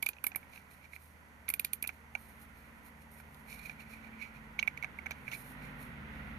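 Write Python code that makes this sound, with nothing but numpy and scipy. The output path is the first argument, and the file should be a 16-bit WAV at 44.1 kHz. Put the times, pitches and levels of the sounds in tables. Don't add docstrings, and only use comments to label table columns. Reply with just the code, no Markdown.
import sys
import numpy as np
from scipy.fft import rfft, irfft, next_fast_len
from scipy.io import wavfile
from scipy.ndimage import map_coordinates

SR = 44100
rng = np.random.default_rng(int(sys.argv[2]) if len(sys.argv) > 2 else 0)


def inscribe(sig):
    pcm = np.round(np.clip(np.atleast_2d(sig).T, -1, 1) * 32767)
    wavfile.write(sys.argv[1], SR, pcm.astype(np.int16))


N = 281358


def amp(db):
    return 10 ** (np.asarray(db) / 20)


def unit(x):
    return x / np.sqrt(np.mean(x ** 2) + 1e-20)


def along(points, hz):
    f, v = np.transpose(points)
    return np.interp(np.log(hz + 1), np.log(f + 1), v)


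def curves(rows):
    s, *columns = np.transpose(rows)
    return [np.interp(np.arange(N) / SR, s, column) for column in columns]


def wobble(rate):
    knots = rng.standard_normal(int(N * rate / SR) + 4)
    return map_coordinates(knots, [np.arange(N) * rate / SR])


def filtered(x, response):
    m = next_fast_len(x.shape[-1] + 8192)
    spectrum = rfft(x, m) * response(np.fft.rfftfreq(m, 1 / SR))
    return irfft(spectrum, m)[..., :x.shape[-1]]


def sides(db):
    return 2 * np.array([amp(db), np.ones_like(db)]) / (1 + amp(db))


# frequency in Hz, left-right likeness from -1 to 1.
LIKENESS = [(60, 0.39), (290, 0.74), (640, 0.47), (1410, -0.13), (3100, -0.19), (7000, 0.72)]
# frequency in Hz, left level over right in dB.
NOISE_LEAN = [(100, -3), (640, 1), (1410, -8.5), (3100, -3), (6800, -0.5), (15000, -16.5)]


def rush(spectrum):
    def mixing(hz):
        angle = np.arccos(np.clip(along(LIKENESS, hz), -1, 1)) / 2
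        return [np.cos(angle), np.sin(angle)]

    shared, opposed = filtered(rng.standard_normal((2, N)), mixing)
    pair = np.array([shared + opposed, shared - opposed])
    pair = filtered(pair, lambda hz: amp(along(spectrum, hz)) * sides(along(NOISE_LEAN, hz)))
    return pair / np.std(pair.mean(0))


# frequency in Hz, relative level in dB per Hz.
HISS_COLOUR = [(1500, -42), (2500, -26), (3400, -19), (4400, 1), (5150, -6.5), (6000, 0.5), (7700, -7.5),
               (9500, -2.5), (12000, 1), (14300, -10), (14500, -70)]


def hiss():
    return amp(-75.5) * rush(HISS_COLOUR)


# time in seconds, level in dB before a random swell.
TRAFFIC_LEVEL = [(0, -69.5), (1, -72), (2, -69.5), (2.8, -67.5), (3.6, -67), (4.7, -65.5), (5.5, -66),
                 (6.38, -67)]
# frequency in Hz, relative level in dB per Hz.
TRAFFIC_COLOUR = [(300, -15.5), (500, -2.5), (650, -7), (800, -0.5), (1000, 3), (1200, -8.5), (1600, -46),
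                  (3000, -120)]


def traffic():
    swell_db = 2 * wobble(4)
    return amp(curves(TRAFFIC_LEVEL)[0] + swell_db) * rush(TRAFFIC_COLOUR)


# time in seconds, tyre roar in dB, then levels in dB of the four strong orders.
ENGINE_LEVELS = [(0, -63.5, -72, -69, -76, -78), (.5, -63, -78, -66, -81, -86),
                 (1.3, -63, -71, -63.5, -77, -73.5), (2.4, -61, -67, -62.5, -80, -63.5),
                 (3.1, -61, -69, -63, -67, -65), (3.65, -58, -63.5, -66, -64.5, -64.5),
                 (4, -58, -71, -62.5, -73, -58.5), (4.5, -58, -59, -68, -60.5, -60),
                 (4.85, -56.5, -69, -63.5, -67, -67), (5.2, -56.5, -70, -56.5, -70, -62),
                 (5.6, -53, -59, -85, -55.5, -70), (6, -53, -58, -53, -58.5, -54),
                 (6.38, -53, -52, -56, -62, -56)]
STRONG_ORDERS = (3, 4, 8, 12)
# time in seconds, turns a second in Hz.
CAMSHAFT_SPEED = [(0, 19.3), (1, 19), (2, 18.8), (3.5, 18.58), (4.5, 18.4), (6.38, 18.13)]
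# order, level at the loudest roar in dB relative to 10 dB
# below that roar, growth in dB per dB of roar.
WEAK_ORDERS = [(7, -2, 1.1), (9, -7, 1.5), (10, -5.5, 0.8), (11, -4, 1.5), (13, 2.5, 2.7), (14, -1, 1.9),
               (15, -7.5, 1.6)]
# frequency in Hz, relative level in dB per Hz.
ROAR_COLOUR = [(20, -22), (60, -18.5), (130, -14), (250, -15.5), (340, -23.5), (520, -23), (1100, -24.5),
               (1450, -17), (1700, -22), (1950, -15.5), (2500, -24.5), (3500, -35), (6000, -56.5),
               (9000, -92)]


def engine():
    roar_db, *strong_db = curves(ENGINE_LEVELS)
    nearest_db = roar_db.max()
    turn = 2 * np.pi * np.cumsum(curves(CAMSHAFT_SPEED)[0]) / SR

    def tone(order, sway_db):
        level = np.sqrt(2) * amp(sway_db * wobble(7))
        return level * np.sin(order * turn + 0.41 * wobble(5) + rng.uniform(0, 2 * np.pi))

    drone = sum(amp(db) * tone(order, sway_db=1.67) for order, db in zip(STRONG_ORDERS, strong_db))
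    for order, db, growth in WEAK_ORDERS:
        level_db = nearest_db - 10 + db + growth * (roar_db - nearest_db)
        drone += amp(level_db) * tone(order, sway_db=3.5)
    return drone + amp(roar_db + 1.02 * wobble(4.985)) * rush(ROAR_COLOUR)


# time of firmest contact in seconds, lead-in in seconds, fade in seconds,
# housing squeak in dB, dry hiss in dB; levels are those at firmest contact, before the slips.
FINGER_STROKES = [(0.41, 0.031, 0.12, -77, -72), (0.56, 0.094, 0.1, -60, -64), (0.715, .03, .14, -69, -66),
                  (0.854, 0.065, 0.023, -57.5, -73), (0.958, 0.057, 0.023, -57, -59.5),
                  (1.03, 0.069, 0.15, -72, -65), (1.94, .05, 0.1, -71, -72), (2.2, 0.073, 0.39, -74, -64.5),
                  (2.29, .1, .06, -88, -66), (2.422, 0.056, 0.047, -78, -61.5), (2.6, 0.17, 0.27, -71, -72),
                  (2.784, 0.11, 0.037, -82, -75), (2.868, .05, 0.056, -75, -63),
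                  (3.024, 0.083, 0.06, -72, -70.5), (3.126, 0.035, 0.15, -87, -63),
                  (3.202, .07, 0.024, -68, -61), (3.39, .3, 0.16, -77, -71.5),
                  (3.525, 0.078, 0.12, -54.5, -57), (3.585, 0.065, 0.048, -54.5, -62),
                  (3.66, 0.097, 0.12, -51.5, -60), (3.806, 0.024, 0.056, -50.5, -63.5),
                  (3.914, .06, 0.11, -52, -63), (4.07, 0.14, 0.029, -57.5, -74),
                  (4.14, 0.032, 0.043, -58, -85), (4.226, 0.058, 0.072, -43.5, -66),
                  (4.37, 0.065, 0.05, -59, -74), (4.449, 0.042, 0.036, -66, -79),
                  (5.19, 0.18, 0.12, -63.5, -85), (5.282, 0.037, 0.044, -54, -69),
                  (5.343, 0.058, 0.034, -43, -52.5), (5.385, 0.16, 0.13, -71, -56),
                  (5.51, 0.45, 0.079, -70, -62), (5.65, 0.13, 0.12, -58.5, -68),
                  (5.815, 0.064, 0.11, -63.5, -60.5), (6.152, .08, 0.2, -64, -75),
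                  (6.278, .06, 0.18, -71.5, -74.5)]
# frequency in Hz, relative level in dB per Hz.
SKIN_COLOUR = [(7000, -10), (8300, -11), (9300, 5.5), (10500, 0.5), (11900, 3.5), (13200, 2), (14300, -2.5),
               (14500, -70)]
# frequency in Hz, relative level in dB per Hz.
SCRAPE_COLOUR = [(2800, -8), (3400, -5.5), (4200, 6), (4900, -10.5), (5500, -2.5), (6600, -6), (7600, -8.5),
                 (8500, -57)]


def fingers():
    fade_db, hold = 22, 1.19
    scrape_db = -7.5
    t, gains = np.arange(N) / SR, np.zeros((3, N))
    for s, lead, fade, squeak_db, hiss_db in FINGER_STROKES:
        away = np.maximum((s - t) / lead, (t - s) / fade)
        levels = amp([squeak_db, hiss_db, (squeak_db + hiss_db) / 2 + scrape_db])
        gains = np.maximum(gains, levels[:, None] * amp(-fade_db * away ** hold))
    squeak_gain, hiss_gain, scrape_gain = gains

    slips = wobble(170) + .5 * wobble(70)
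    grains = rng.standard_normal(N) * amp(2.15 * slips)
    hz, width_hz = 2340, 260

    def resonance(f):
        return (1j * f * width_hz / (hz ** 2 - f * f + 1j * f * width_hz)) ** 2

    squeak = squeak_gain * sides(-23.0)[:, None] * unit(filtered(grains, resonance))
    dry_hiss = hiss_gain * amp(1.2 * slips) * rush(SKIN_COLOUR)
    scrape = scrape_gain * amp(2.04 * slips) * rush(SCRAPE_COLOUR)
    return squeak + dry_hiss + scrape


# multiple of the ring frequency (no unit), relative level in dB.
HOUSING_MODES = [(1, 2), (1.08, -10), (.92, -13), (1.2, -21)]


def ring(t, hz, rise, t60):
    scatter = rng.normal(0, [2.5, .008], (len(HOUSING_MODES), 2))
    x = sum(amp(db + d) * np.sin(2 * np.pi * hz * k * (1 + e) * t)
            for (k, db), (d, e) in zip(HOUSING_MODES, scatter))
    swell = np.sin(np.pi / 2 * np.clip((t + 0.00041) / (rise + 0.0012), 0, 1)) ** 2
    after = np.maximum(t - rise, 0)
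    slow_tail = amp(-29 - 60 * after / 0.086)
    x = x * swell * (amp(-60 * after / t60) + slow_tail)
    echo_s, echo_db = .022, -28.5
    x = x + amp(echo_db) * np.roll(x, round(echo_s * SR))
    return x / np.abs(x).max()


def burst(spectrum, t, t60, tail_db, tail_t60, creep_db, alike, rise):
    lag = 8
    a, b = filtered(rng.standard_normal((2, len(t))), lambda hz: amp(along(spectrum, hz)))
    after = np.maximum(t, 0)
    decay = amp(-60 * after / t60) + amp(tail_db - 60 * after / tail_t60)
    shape = decay * (1 - np.exp(-after / rise))
    shape += amp(creep_db - 60 * np.abs(t) / 0.0083)
    left = alike * np.roll(a, lag) + np.sqrt(np.clip(1 - alike ** 2, 0, 1)) * b
    x = shape * np.array([left, a])
    return x / np.abs(x).max(axis=1, keepdims=True)


# frequency in Hz, relative level in dB.
KNOCK_COLOUR = [(200, -31), (450, -21), (780, 1), (1050, -12), (1400, -0.5), (1700, 4.5), (2100, -90),
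                (4000, -72)]
# frequency in Hz before the pitch factor, relative level in dB.
SNAP_COLOUR = [(7500, -30.5), (9300, -13.5), (10600, -7.5), (12400, -5.5), (14000, -2), (15000, -32),
               (16300, -58)]
# frequency in Hz, relative level in dB.
THUD_COLOUR = [(120, -28), (250, -5), (400, -2.5), (600, -34), (1000, -17), (2000, -64)]
# frequency in Hz before the pitch factor, relative level in dB.
CRACK_COLOUR = [(2200, -22), (2750, 8.5), (3500, 4), (4400, 3.5), (5500, -7.5), (6800, 3.5), (8000, -16),
                (11000, -81)]


def click(t, snap_db, ring_db, knock_db, crack_db, hz, rise_ms, lean_db, kind):
    ring_t60, knock_t60, crack_t60, pitch, crack_pitch = kind
    housing = ring(t, hz, rise_ms / 1000, ring_t60)
    knock = burst(KNOCK_COLOUR, t, knock_t60, tail_db=-16, tail_t60=0.07,
                  creep_db=-33, alike=1.0, rise=0.00049)
    snap = burst(SNAP_COLOUR * np.array([pitch, 1]), t, t60=.01, tail_db=-17.0, tail_t60=0.075,
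                 creep_db=-18, alike=0.23, rise=0.00041)
    thud = burst(THUD_COLOUR, t, t60=0.014, tail_db=-24, tail_t60=0.11,
                 creep_db=-52, alike=0.84, rise=0.00083)
    crack = burst(CRACK_COLOUR * np.array([crack_pitch, 1]), t, crack_t60, tail_db=-21, tail_t60=0.16,
                  creep_db=-4, alike=0.51, rise=0.00063)
    u = np.maximum(t, 0) / .00009
    push = u * np.exp(1 - u)

    x = amp(ring_db) * sides(-18.5)[:, None] * housing
    x = x + amp(knock_db) * sides(-3.5)[:, None] * knock
    x = x + amp(snap_db) * sides(lean_db)[:, None] * snap
    x = x + amp(snap_db - 29.5) * thud
    x = x + amp(snap_db - 24.5) * sides(-6.0)[:, None] * push
    return x + amp(crack_db) * sides(-.1)[:, None] * crack


# time in seconds, snap in dB, housing ring in dB, knock in dB,
# crack in dB, ring frequency in Hz, ring rise in ms (its swell takes 1.2 ms more),
# left level of the snap over right in dB.
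PAWL_SNAPS = [(0.0264, -22.5, -27.5, -38, -32, 2306, 3.1, -8),
              (0.063, -21.5, -21.5, -37.5, -31.5, 2370, 4.3, -10),
              (0.0886, -21, -32, -40, -34, 2470, 2, -11), (0.241, -18.5, -31, -30.5, -35.5, 2370, 3.5, -13),
              (0.2669, -19, -27.5, -38, -36, 2320, 1.9, -13),
              (0.359, -20.5, -33, -35, -45, 2314, 2.9, -9.5), (1.4894, -18, -33.5, -49, -39, 2070, 1.5, -6),
              (1.5014, -20, -34, -38.5, -38, 2300, 2.3, -10),
              (1.5387, -20, -27.5, -43.5, -34, 2370, 0.53, -8),
              (1.5961, -18.5, -27, -44, -31.5, 2420, 0.42, -8),
              (1.648, -20.5, -30.5, -42, -31, 2390, 0.52, -12),
              (1.733, -19, -35, -63, -34.5, 2350, 0.91, -7), (1.826, -21, -37, -68, -34.5, 2390, 2, -7),
              (1.8744, -21, -51, -71, -35.5, 2570, 1.8, -13), (3.345, -51, -61, -62, -51.5, 2170, 1.3, -14),
              (5.1092, -41.5, -32, -34, -39.5, 2336, 0.87, -16)]
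# time in seconds, housing ring in dB, knock in dB,
# crack in dB, ring frequency in Hz, ring rise in ms (its swell takes 1.2 ms more).
STRAP_TAPS = [(0.1326, -50, -58, -49, 2470, 1.5), (0.1665, -50, -53, -58, 2480, 1.7),
              (0.1848, -44.5, -63, -63, 2500, 0.54), (0.3177, -40.5, -46.5, -50, 2440, 1.4),
              (0.3484, -34.5, -45, -61, 2120, .9), (0.4289, -50, -55, -63, 2280, 2.6),
              (0.5347, -50, -52, -52, 2300, 1.3), (0.5596, -42.5, -52, -53, 2490, 0.9),
              (0.5765, -41, -54, -57, 2380, 0.6), (0.843, -55, -57, -56, 2350, 1.7),
              (0.9338, -39.5, -50, -62, 2260, 1.1), (0.9629, -37.5, -52, -64, 2310, 0.82),
              (1.482, -35, -45, -41, 2320, 3.4), (1.8402, -31.5, -42.5, -44, 2330, 1.3),
              (1.8479, -34, -46, -54, 2410, 1.3), (1.8607, -43, -61, -67, 2390, 1.3),
              (1.8914, -29, -38, -44, 2350, 1.3), (1.9005, -40.5, -63, -66, 2340, 0.75),
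              (2.151, -24.5, -36, -41.5, 2316, 2.2), (3.2002, -50, -47, -61, 2350, 1.5),
              (3.5269, -41, -53, -45, 2360, 1.6), (3.6955, -35.5, -41.5, -42.5, 2380, 2.4),
              (3.8033, -42.5, -54, -53, 2400, 2.7), (4.5855, -43, -57, -63, 2420, 1.5),
              (4.59, -22.5, -40.5, -45, 2284, 2.2), (4.5935, -31.5, -46, -27, 2940, 1.1),
              (4.627, -22, -38, -43, 2290, 2.6), (4.6757, -19.5, -36, -36, 2294, 2.94),
              (4.775, -33.5, -58, -46.5, 2270, 1.6), (4.8255, -29.5, -53, -46, 2250, 2.5),
              (4.835, -35, -40, -46, 2250, 2.3), (4.844, -26.5, -38, -43, 2230, 1.9),
              (4.9875, -32.5, -46, -55.5, 2175, 2.5), (5.059, -37, -36.5, -54, 2220, 2.4),
              (5.0625, -36, -41, -43.5, 2270, .9), (5.066, -29.5, -44, -60, 2216, 1.4),
              (5.1164, -37, -42.5, -39.5, 2310, 1.8), (5.2792, -31.5, -43, -56, 2330, 1.8),
              (5.2858, -38, -51, -50, 2300, .6), (5.316, -40, -46, -42.5, 2720, 1.8),
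              (5.325, -36, -50, -42, 2320, 2), (5.3325, -33.5, -48, -46, 2290, 1.5)]
# 60 dB decay times in seconds of ring, knock and crack; pitch factors of snap and crack.
SNAP_KIND = (0.017, .009, 0.016, 0.98, 1.023)
TAP_KIND = (0.012, 0.037, 0.025, 0.88, .93)


def ratchet():
    tap_snap_db, tap_lean_db = -21, -9
    lead = 400
    out, t = np.zeros((2, N + SR)), (np.arange(SR // 8) - lead) / SR
    rows = [(*row, SNAP_KIND) for row in PAWL_SNAPS]
    for s, ring_db, *rest in STRAP_TAPS:
        rows.append((s, ring_db + tap_snap_db, ring_db, *rest, tap_lean_db, TAP_KIND))
    for s, *how in rows:
        start = round(s * SR) - lead
        out[:, start:start + len(t)] += click(t, *how)
    return out[:, :N]


def scene():
    return hiss() + traffic() + engine() + fingers() + ratchet()


def record(dry):
    return filtered(dry, lambda hz: hz < 16340)


dry = scene()
out = record(dry)
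inscribe(out)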